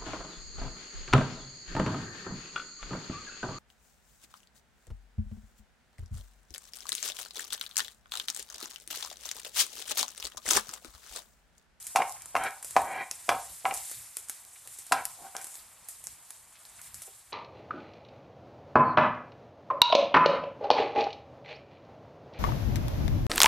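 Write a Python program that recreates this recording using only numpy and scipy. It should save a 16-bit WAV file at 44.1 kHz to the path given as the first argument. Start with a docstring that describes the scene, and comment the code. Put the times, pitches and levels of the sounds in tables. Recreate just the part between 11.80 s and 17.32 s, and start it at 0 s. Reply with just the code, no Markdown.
"""Small hard kitchen: a steel spoon knocks and scrapes a coated pan while chopped onions fry gently in oil.
Blows ring damped sine modes of the pan; slip clicks of the dragged edge drive the same modes through resonators.
Droplets pop as short rings and noise bursts, bubbles puff, dense clicks in flickering bands make the sizzle.
Decaying noise echoes follow the close sounds above a low hum. Centred; only the treble of the sizzle is wide."""
import sys
import numpy as np
from scipy import signal
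from scipy.io import wavfile

SR = 44100
rng = np.random.default_rng(int(sys.argv[2]) if len(sys.argv) > 2 else 0)


def file_out(sig):
    """Save sig as 16-bit WAV at sys.argv[1]."""
    # one column per channel
    cols = np.atleast_2d(sig).T
    # limit, then scale
    lim = np.clip(cols, -1, 1)
    pcm = np.round(lim * 32767).astype(np.int16)
    wavfile.write(sys.argv[1], SR, pcm)


N = 243443


def from_db(db):
    """Amplitude factor of a level in dB."""
    return 10 ** (np.asarray(db) / 20)


def rms_one(x):
    """Scale to rms 1."""
    return x / np.sqrt(np.mean(x ** 2) + 1e-20)


def drift(rate_hz):
    """Slow chance with spread 1: noise through two equal poles, at SR / 40."""
    r = np.exp(-80 * np.pi * rate_hz / SR)
    noise = rng.standard_normal(N // 40 + 2002)
    slow = rms_one(signal.lfilter([1], [1, -2 * r, r * r], noise)[2000:])
    return np.interp(np.arange(N) / 40, np.arange(len(slow)), slow)


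def ring(clicks, hz, t60_s):
    """Damped resonator: a unit click sets a sine ringing from height 1."""
    r = from_db(-60 / (t60_s * SR))
    w = 2 * np.pi * hz / SR
    return signal.lfilter([0, np.sin(w)], [1, -2 * r * np.cos(w), r * r], clicks + 1e-18)


def band(x, low_hz, high_hz):
    """Band-pass, upper edge at most 0.45 SR."""
    sos = signal.butter(2, [low_hz, min(high_hz, .45 * SR)], "band", fs=SR, output="sos")
    return signal.sosfilt(sos, x)


def split_filter(order, hz, side):
    """Low-pass or high-pass sections."""
    return signal.butter(order, hz, side, fs=SR, output="sos")


def grains(per_s, spread_db):
    """Random clicks of uneven size and either sign; rms 1."""
    sizes = from_db(spread_db * np.minimum(rng.exponential(1, N), 5))
    signed = sizes * rng.choice([-1, 1], N)
    return rms_one(signed * (rng.random(N) < per_s / SR))


def coloured(sources, spectrum, patchy_db):
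    """Half-octave bands, each with own level and flicker, fed by two unrelated sources in turn; rms 1."""
    out = 0
    together = drift(0.8)
    edges_hz = 110 * 2 ** np.arange(0, 7.6, .5)
    hz, level_db = np.transpose(spectrum)
    for k, (low_hz, high_hz) in enumerate(zip(edges_hz, edges_hz[1:])):
        band_db = np.interp(np.log(low_hz * high_hz) / 2, np.log(hz), level_db, -90, -90)
        flicker_db = patchy_db * (1.07 * together + drift(30))
        out = out + from_db(band_db + flicker_db) * band(sources[k % 2], low_hz, high_hz)
    return rms_one(out)


def add(out, s, sound):
    """Mix a sound in at s seconds."""
    at = round(s * SR)
    out[at:at + len(sound)] += sound[:N - at]


def burst(length_s, t60_s):
    """Noise that starts at once and dies away."""
    t = np.arange(round(length_s * SR)) / SR
    return rng.standard_normal(len(t)) * from_db(-60 * t / t60_s)


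def after(times_s, level_db, rise_s, t60_s):
    """Envelope that swells after each moment and dies away: two one-pole smoothers in a row."""
    marks = np.zeros(N)
    marks[np.round(np.asarray(times_s) * SR).astype(int)] = from_db(level_db)
    rise = np.exp(-1 / (rise_s * SR))
    fall = from_db(-60 / (t60_s * SR))
    return signal.lfilter([1 - rise], np.convolve([1, -rise], [1, -fall]), marks + 1e-18)


# hum spectrum: f/Hz, relative level/dB per Hz
HUM = [(94, -43.5), (160, -9), (243, -10), (471, -9), (638, -6.5), (888, 6.5), (1170, -4.5), (1330, -7),
       (1580, -1), (2540, -7.5), (5000, -10.5), (6500, -27.5), (11000, -120)]
HUM_DB = -63
RUMBLE_DB, RUMBLE_WAVER_DB = -71.5, 4
SHAKE_DB, SHAKE_RISE_S, SHAKE_T60_S = -44.5, .006, 0.3   # stove top shakes most after knocks heavy in the bass


def hum():
    """Noise of burner and room above a wavering stove rumble that knocks stir up."""
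    s, knock_db, *_, weight_db = np.transpose(KNOCKS)
    wavering = from_db(RUMBLE_DB + RUMBLE_WAVER_DB * drift(5))
    shake = after(s, knock_db + weight_db + SHAKE_DB, SHAKE_RISE_S, SHAKE_T60_S)
    rumble = (wavering + shake) * rms_one(band(rng.standard_normal(N), 40, 130))
    return rumble + from_db(HUM_DB) * coloured(rng.standard_normal((2, N)), HUM, patchy_db=1.4)


# sizzle spectrum: f/Hz, relative level/dB per Hz
SIZZLE = [(880, -46), (1500, -13.5), (2630, -7), (3260, -16), (4480, -6.5), (7010, -11), (9280, 7.5),
          (12600, -8.5), (13400, -13), (14000, -58)]


def sizzle():
    """Thousands of tiny steam bubbles a second, as clicks coming in gusts."""
    fizz = [grains(per_s=9000, spread_db=0.5) for _ in range(2)]
    return coloured(fizz, SIZZLE, patchy_db=2.0)


CRACKLE_PER_S, CRACKLE_DB = 51, -16   # level against the sizzle


def crackle():
    """Sparse tiny snaps riding on the sizzle."""
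    return from_db(CRACKLE_DB) * rms_one(band(grains(CRACKLE_PER_S, spread_db=4.5), 5000, 17000))


# vigour of the frying before flares and gusts: t/s, level/dB
FRYING = [(0.0, -44), (0.21, -49), (0.69, -55), (1.03, -52), (1.38, -53), (2.09, -48), (2.2, -50),
          (2.49, -53), (2.67, -55), (2.91, -52), (3.03, -51), (3.14, -50.5), (3.95, -58.5), (4.4, -53.5),
          (4.81, -54), (5.2, -52.5), (5.4, -57), (5.52, -59)]
FLARE_DB, FLARE_RISE_S, FLARE_T60_S = -33.5, 0.011, 0.49
STIR_FLARE_DB = -44.5   # a knock presses wet onion into the oil
USUAL_SPATTER_S = .05


def frying():
    """Level of the sizzle: pops and knocks throw droplets that flare up and boil off."""
    pop_s, pop_db, _, spatter_s = np.transpose(POPS)
    hit_s, hit_db = np.transpose(KNOCKS)[:2]
    # a long spatter throws more
    thrown_db = pop_db + 20 * np.log10(np.maximum(spatter_s, .005) / USUAL_SPATTER_S)
    flare_db = np.append(thrown_db + FLARE_DB, hit_db + STIR_FLARE_DB)
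    flare = after(np.append(pop_s, hit_s), flare_db, FLARE_RISE_S, FLARE_T60_S)
    gusts = from_db(1.0 * drift(9))
    vigour_db = np.interp(np.arange(N) / SR, *np.transpose(FRYING))
    return (from_db(vigour_db) + flare) * gusts


# droplets bursting in the oil: t/s, relative level/dB, f/Hz, spatter t60/s
POPS = [(0.0672, -20.5, 8600, 0.055), (0.294, -27.5, 7750, 0.081), (0.4193, -28, 8400, 0.028),
        (0.4565, -25, 9300, 0.028), (0.636, -23, 8900, 0.091), (0.826, -21, 9500, 0.039),
        (0.845, -20.5, 9500, 0.065), (0.9073, -24, 8950, 0.04), (1.0158, -25, 9600, 0.035),
        (1.311, -13.5, 6500, 0.018), (1.9385, -18.5, 9000, 0.069), (1.945, -23, 9000, 0.034),
        (1.9735, -23, 8040, 0.027), (2.096, -23.5, 8600, 0.031), (2.1126, -21, 9600, 0.05),
        (2.368, -14, 8950, 0.022), (2.3843, -30.5, 9500, 0.055), (2.4842, -27.5, 8840, 0.039),
        (2.4953, -14.5, 8700, 0.034), (2.873, -25, 9100, 0.033), (2.986, -25, 8500, 0.053),
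        (3.0647, -26.5, 9330, 0.034), (3.252, -12.5, 10600, 0.027), (3.5649, -18.5, 6200, 0.016),
        (3.6132, -28.5, 7990, 0.1), (3.6423, -20, 9700, 0.025), (3.668, -25.5, 8300, 0.051),
        (3.7412, -30.5, 7670, 0.073), (3.7533, -27, 8300, 0.023), (4.085, -22, 10800, 0.076),
        (4.2385, -25, 9840, 0.061), (4.2686, -20.5, 7100, 0.022), (4.5042, -22, 10060, 0.026),
        (4.851, -37.5, 4450, 0.073), (5.0143, -31, 8100, 0.079), (5.1424, -25, 7600, 0.075),
        (5.1535, -35, 9910, 0.05), (5.2181, -22, 9800, 0.067)]
POP_DELAY_S = 0.0014
SNAP_DB, HISS_DB, THUD_DB, SPATTER_DB = 4, -5, -15, -9   # against the pop level


def pops():
    """A burst rings a few cycles, thuds on the pan and throws a short spatter."""
    out = np.zeros(N)
    click = np.eye(1, round(.15 * SR))[0]
    for s, level_db, hz, spatter_s in POPS:
        snap = from_db(SNAP_DB) * ring(click, hz, 10.0 / hz)
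        hiss = from_db(HISS_DB) * band(burst(.15, t60_s=0.0022), 4950, 20000)
        thud = from_db(THUD_DB) * band(burst(.15, t60_s=0.018), 250, 3300)
        spatter = from_db(SPATTER_DB) * band(burst(.15, max(spatter_s, .005)), 6700, 12000)
        pop = band(snap + hiss, 0.6 * hz, 14000) + thud + spatter
        add(out, s + POP_DELAY_S, from_db(level_db) * pop)
    return out


# pan modes, also driven by the scrape: f/Hz, relative level/dB, t60/s before the cap by MOST_CYCLES
PAN = [(165, -26, 0.042), (276.2, -20, 0.18), (286, -38, 0.19), (477, -17, 0.079), (613, -17.5, 0.13),
       (709.7, -10, 0.14), (757, -2, 0.26), (798.3, -3, 0.42), (817, -8.5, 0.08), (915.5, -4, 0.057),
       (1023, 3, 0.038), (1100, -6.5, 0.27), (1211, -12.5, 0.11), (1273, -4, 0.04), (1448, -3.5, 0.03),
       (1626, -4.5, 0.032), (1757, -16, 0.025), (1820, -12, 0.049), (2030, -6.5, 0.087), (2080, -10, 0.039),
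       (2271, -2.5, 0.18), (2444, -8.5, 0.041), (2740, -4.5, 0.15), (2770, -5, 0.12), (3085, -13.5, 0.032),
       (3330, -21.5, 0.09), (3820, -21, 0.09), (4550, -27.5, .02), (5060, -32.5, .02)]
# spoon blows: t/s, relative level/dB, hardness/dB per octave above 800 Hz, favoured f/Hz,
# relative crack level/dB, weight below 560 Hz/dB
KNOCKS = [(0.159, -3.5, -4, 1084, -24.5, -30), (0.168, -19, 5.5, 1240, -33, -17),
          (0.203, -12, -5, 784, -56, -12), (0.22, -14.5, 3, 815, -43.5, -26),
          (0.553, -6.5, -4, 1160, -41, -18), (0.564, -8, -2.5, 2450, -38, -6),
          (0.596, -25.5, -10, 1260, -65, -1), (0.965, -3, 0, 833, -31, -6.5),
          (0.982, -26, -0.5, 940, -54, -2), (1.491, -8, 3, 1330, -26, -6.5),
          (1.502, -16.5, -0.5, 1500, -59, 8), (1.524, -15, -11, 920, -62, -16),
          (1.854, -4.5, -6.5, 2200, -44, -23), (1.86, -15, -4.5, 1160, -43.5, -10.5),
          (1.91, -26, 4.5, 2050, -48, -3), (3.121, -3, 0, 1420, -21.5, -4),
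          (3.551, -27.5, 0, 1460, -66.5, -6)]
MOST_CYCLES = 70   # longest t60 of a mode
BASS_BELOW_HZ, HARD_ABOVE_HZ = 560, 800
KNOCK_LIFT_DB = 7   # modes near the favoured pitch
LOAD_SPREAD_DB, LOAD_DETUNE = 2.0, .025   # detune as a share of f
MODES_DB, CRACK_DB, TICK_DB = -16.5, 5.5, 7   # added to the table levels
TICK_S = .00025   # first touch of steel
LEAD_S, LEAD_DB, LEAD_HZ, LEAD_T60_S, LEAD_GAP_S = .007, -23.5, 706, 0.05, .1


def lift(hz, centre_hz, lift_db):
    """Where the spoon touches, modes near one pitch are favoured; gain in dB."""
    return lift_db * np.exp(-(np.log2(hz / centre_hz) / 0.32) ** 2)


def knocks():
    """Every blow rings all modes; food and spoon load the pan differently each time and shift them a little."""
    out, t = np.zeros(N), np.arange(round(.3 * SR)) / SR
    hz, mode_db, t60_s = np.transpose(PAN)[:, :, None]
    high, low = [split_filter(4, BASS_BELOW_HZ, side) for side in ("high", "low")]
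    octaves = np.maximum(np.log2(hz / HARD_ABOVE_HZ), 0)
    decay_db = -60 * t / np.minimum(t60_s, MOST_CYCLES / hz)
    last_s = 0
    for s, knock_db, hardness, centre_hz, crack_db, weight_db in KNOCKS:
        load, sign, detune = rng.standard_normal((3, len(PAN), 1))
        level_db = mode_db + hardness * octaves + lift(hz, centre_hz, KNOCK_LIFT_DB) + LOAD_SPREAD_DB * load
        sines = np.sin(2 * np.pi * hz * (1 + LOAD_DETUNE * detune) * t)
        modes = (np.sign(sign - .6) * from_db(level_db + decay_db) * sines).sum(axis=0)
        upper = signal.sosfilt(high, modes)
        lower = from_db(weight_db) * signal.sosfilt(low, modes)
        add(out, s, from_db(knock_db + MODES_DB) * (upper + lower))
        crack = band(burst(.05, t60_s=0.048), 2000, 11000)   # steel on coating
        add(out, s, from_db(crack_db + CRACK_DB) * crack)
        add(out, s, from_db(crack_db + TICK_DB) * np.hanning(TICK_S * SR))
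        if s - last_s > LEAD_GAP_S:   # after a gap, a soft low touch leads the blow
            touch = np.sin(2 * np.pi * LEAD_HZ * t)
            add(out, s - LEAD_S, from_db(knock_db + LEAD_DB - 60 * t / LEAD_T60_S) * touch)
        last_s = s
    return out


# edge drags: t/s, length/s, relative level/dB, swell to the end/dB, singing f/Hz at mid-stroke,
# hardness/dB per octave above 800 Hz at mid-stroke, drone level of the pan bottom/dB
STROKES = [(0.189, 0.025, -28.5, 3, 800, -1.5, -28.5), (0.587, 0.084, -38, 5.5, 1440, 7, -37.5),
           (1.004, 0.22, -40.5, 6, 1880, 3.5, -41), (1.518, 0.031, -20, -5.5, 1280, -14, -32),
           (1.875, 0.048, -34, -2, 1900, -12, -37), (3.134, 0.076, -34, -10.5, 1510, 4, -38.5),
           (3.385, 0.0805, -64, 23.5, 1460, -6.5, -53.5), (3.556, 0.056, -46.5, -7.5, 1500, 7, -50.5)]
DRONE_HZ, DRONE_T60_S = 768, .035
DRONE_FOLLOWS = 0.33   # share of the swell that reaches the drone
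DRAG_ATTACK_DB_PER_S, DRAG_RELEASE_DB_PER_S = 907.5, 902
SING_DB, SING_RISE_OCTAVES = 9, 0.18   # lift at the singing pitch; its climb along a stroke
HARDEN_DB = 5.5   # the edge bites harder along a stroke, dB per octave
DRAG_DB, DRAG_BASS_DB = -29.0, -5   # dragging hardly moves the low modes


def scrape():
    """Dense uneven slips of the edge drive the same modes, over a drone of the bottom."""
    out, t = np.zeros(N), np.arange(-.05, .45, 1 / SR)
    slips = from_db(1.5 * drift(36)) * grains(per_s=2600, spread_db=-1.5)
    drone = rms_one(ring(grains(per_s=2900, spread_db=1.0), DRONE_HZ, DRONE_T60_S))
    slips, drone = np.append(slips, t * 0), np.append(drone, t * 0)
    for s, length_s, level_db, swell_db, centre_hz, hardness, drone_db in STROKES:
        at = round((s + t[0]) * SR)
        along = np.clip(t / length_s, 0, 1)
        attack_db = DRAG_ATTACK_DB_PER_S * np.minimum(t, 0)
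        edges_db = attack_db - DRAG_RELEASE_DB_PER_S * np.maximum(t - length_s, 0)
        drag = from_db(level_db + swell_db * along + edges_db) * slips[at:at + len(t)]
        drone_level_db = drone_db + DRONE_FOLLOWS * swell_db * along + edges_db
        sound = from_db(drone_level_db) * drone[at:at + len(t)]
        sings_hz = centre_hz * 2 ** (SING_RISE_OCTAVES * (along - .5))
        bite_db_per_octave = hardness + HARDEN_DB * (along - .5)
        for k, (hz, mode_db, t60_s) in enumerate(PAN):
            bite_db = bite_db_per_octave * max(np.log2(hz / HARD_ABOVE_HZ), 0)
            bass_db = DRAG_BASS_DB * (hz < BASS_BELOW_HZ)
            drive = drag * from_db(mode_db + DRAG_DB + lift(hz, sings_hz, SING_DB) + bite_db + bass_db)
            damped_s = .5 * min(t60_s, MOST_CYCLES / hz)   # the pressing spoon damps the pan
            sound += (-1) ** k * ring(drive, hz, damped_s)
        add(out, s + t[0], sound)
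    return out


# larger bubbles breaking softly among the onions: t/s, relative level/dB, f/Hz
BUBBLES = [(.361, -38, 1890), (0.407, -39, 2070), (2.757, -40.5, 2300), (2.855, -38.5, 780),
           (4.754, -41, 2510), (4.81, -50, 850), (4.991, -36, 1660), (5.069, -43.5, 2990),
           (5.273, -30.5, 526)]


def bubbles():
    """A dull puff of decaying noise around the pitch of the bubble."""
    out = np.zeros(N)
    for s, level_db, hz in BUBBLES:
        puff = band(burst(.1, t60_s=0.084), hz / 1.4, hz * 1.4)
        add(out, s, from_db(level_db - 2.5) * puff)
    return out


# echo bands: from f/Hz, to f/Hz (at most 0.45 SR in use), t60/s
KITCHEN = [(147, 485, 0.18), (490, 1320, 0.36), (1130, 4100, 0.29), (3240, 21100, 0.13)]
KITCHEN_DB, FIRST_WALL_S = -11, .006


def kitchen(x):
    """Dense echoes: noise that dies away band by band after the first wall."""
    tail = sum(band(burst(.8, t60_s), low_hz, high_hz) for low_hz, high_hz, t60_s in KITCHEN)
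    echoes = np.append(np.zeros(round(FIRST_WALL_S * SR)), tail / np.linalg.norm(tail))
    return signal.fftconvolve(x, echoes)[:N]


WIDE_ABOVE_HZ, WIDE_DB = 3570, -4


def scene():
    """Blows and pops sit in the middle; the treble of the sizzle spreads to both sides."""
    spoon = signal.sosfilt(split_filter(2, 170, "high"), knocks() + scrape())
    close = spoon + pops() + bubbles()
    heat = frying()
    echoes = from_db(KITCHEN_DB) * kitchen(close)
    mid = close + echoes + heat * (sizzle() + crackle()) + hum()
    treble = signal.cheby2(10, 60, WIDE_ABOVE_HZ, "high", fs=SR, output="sos")
    side = from_db(WIDE_DB) * signal.sosfilt(treble, heat * sizzle())
    return np.array([mid + side, mid - side])


CUTOFF_HZ = 13180


def record(dry):
    """The top is cut steeply by an elliptic low-pass."""
    return signal.sosfilt(signal.ellip(10, .5, 60, CUTOFF_HZ, fs=SR, output="sos"), dry)


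dry = scene()
out = record(dry)
file_out(out)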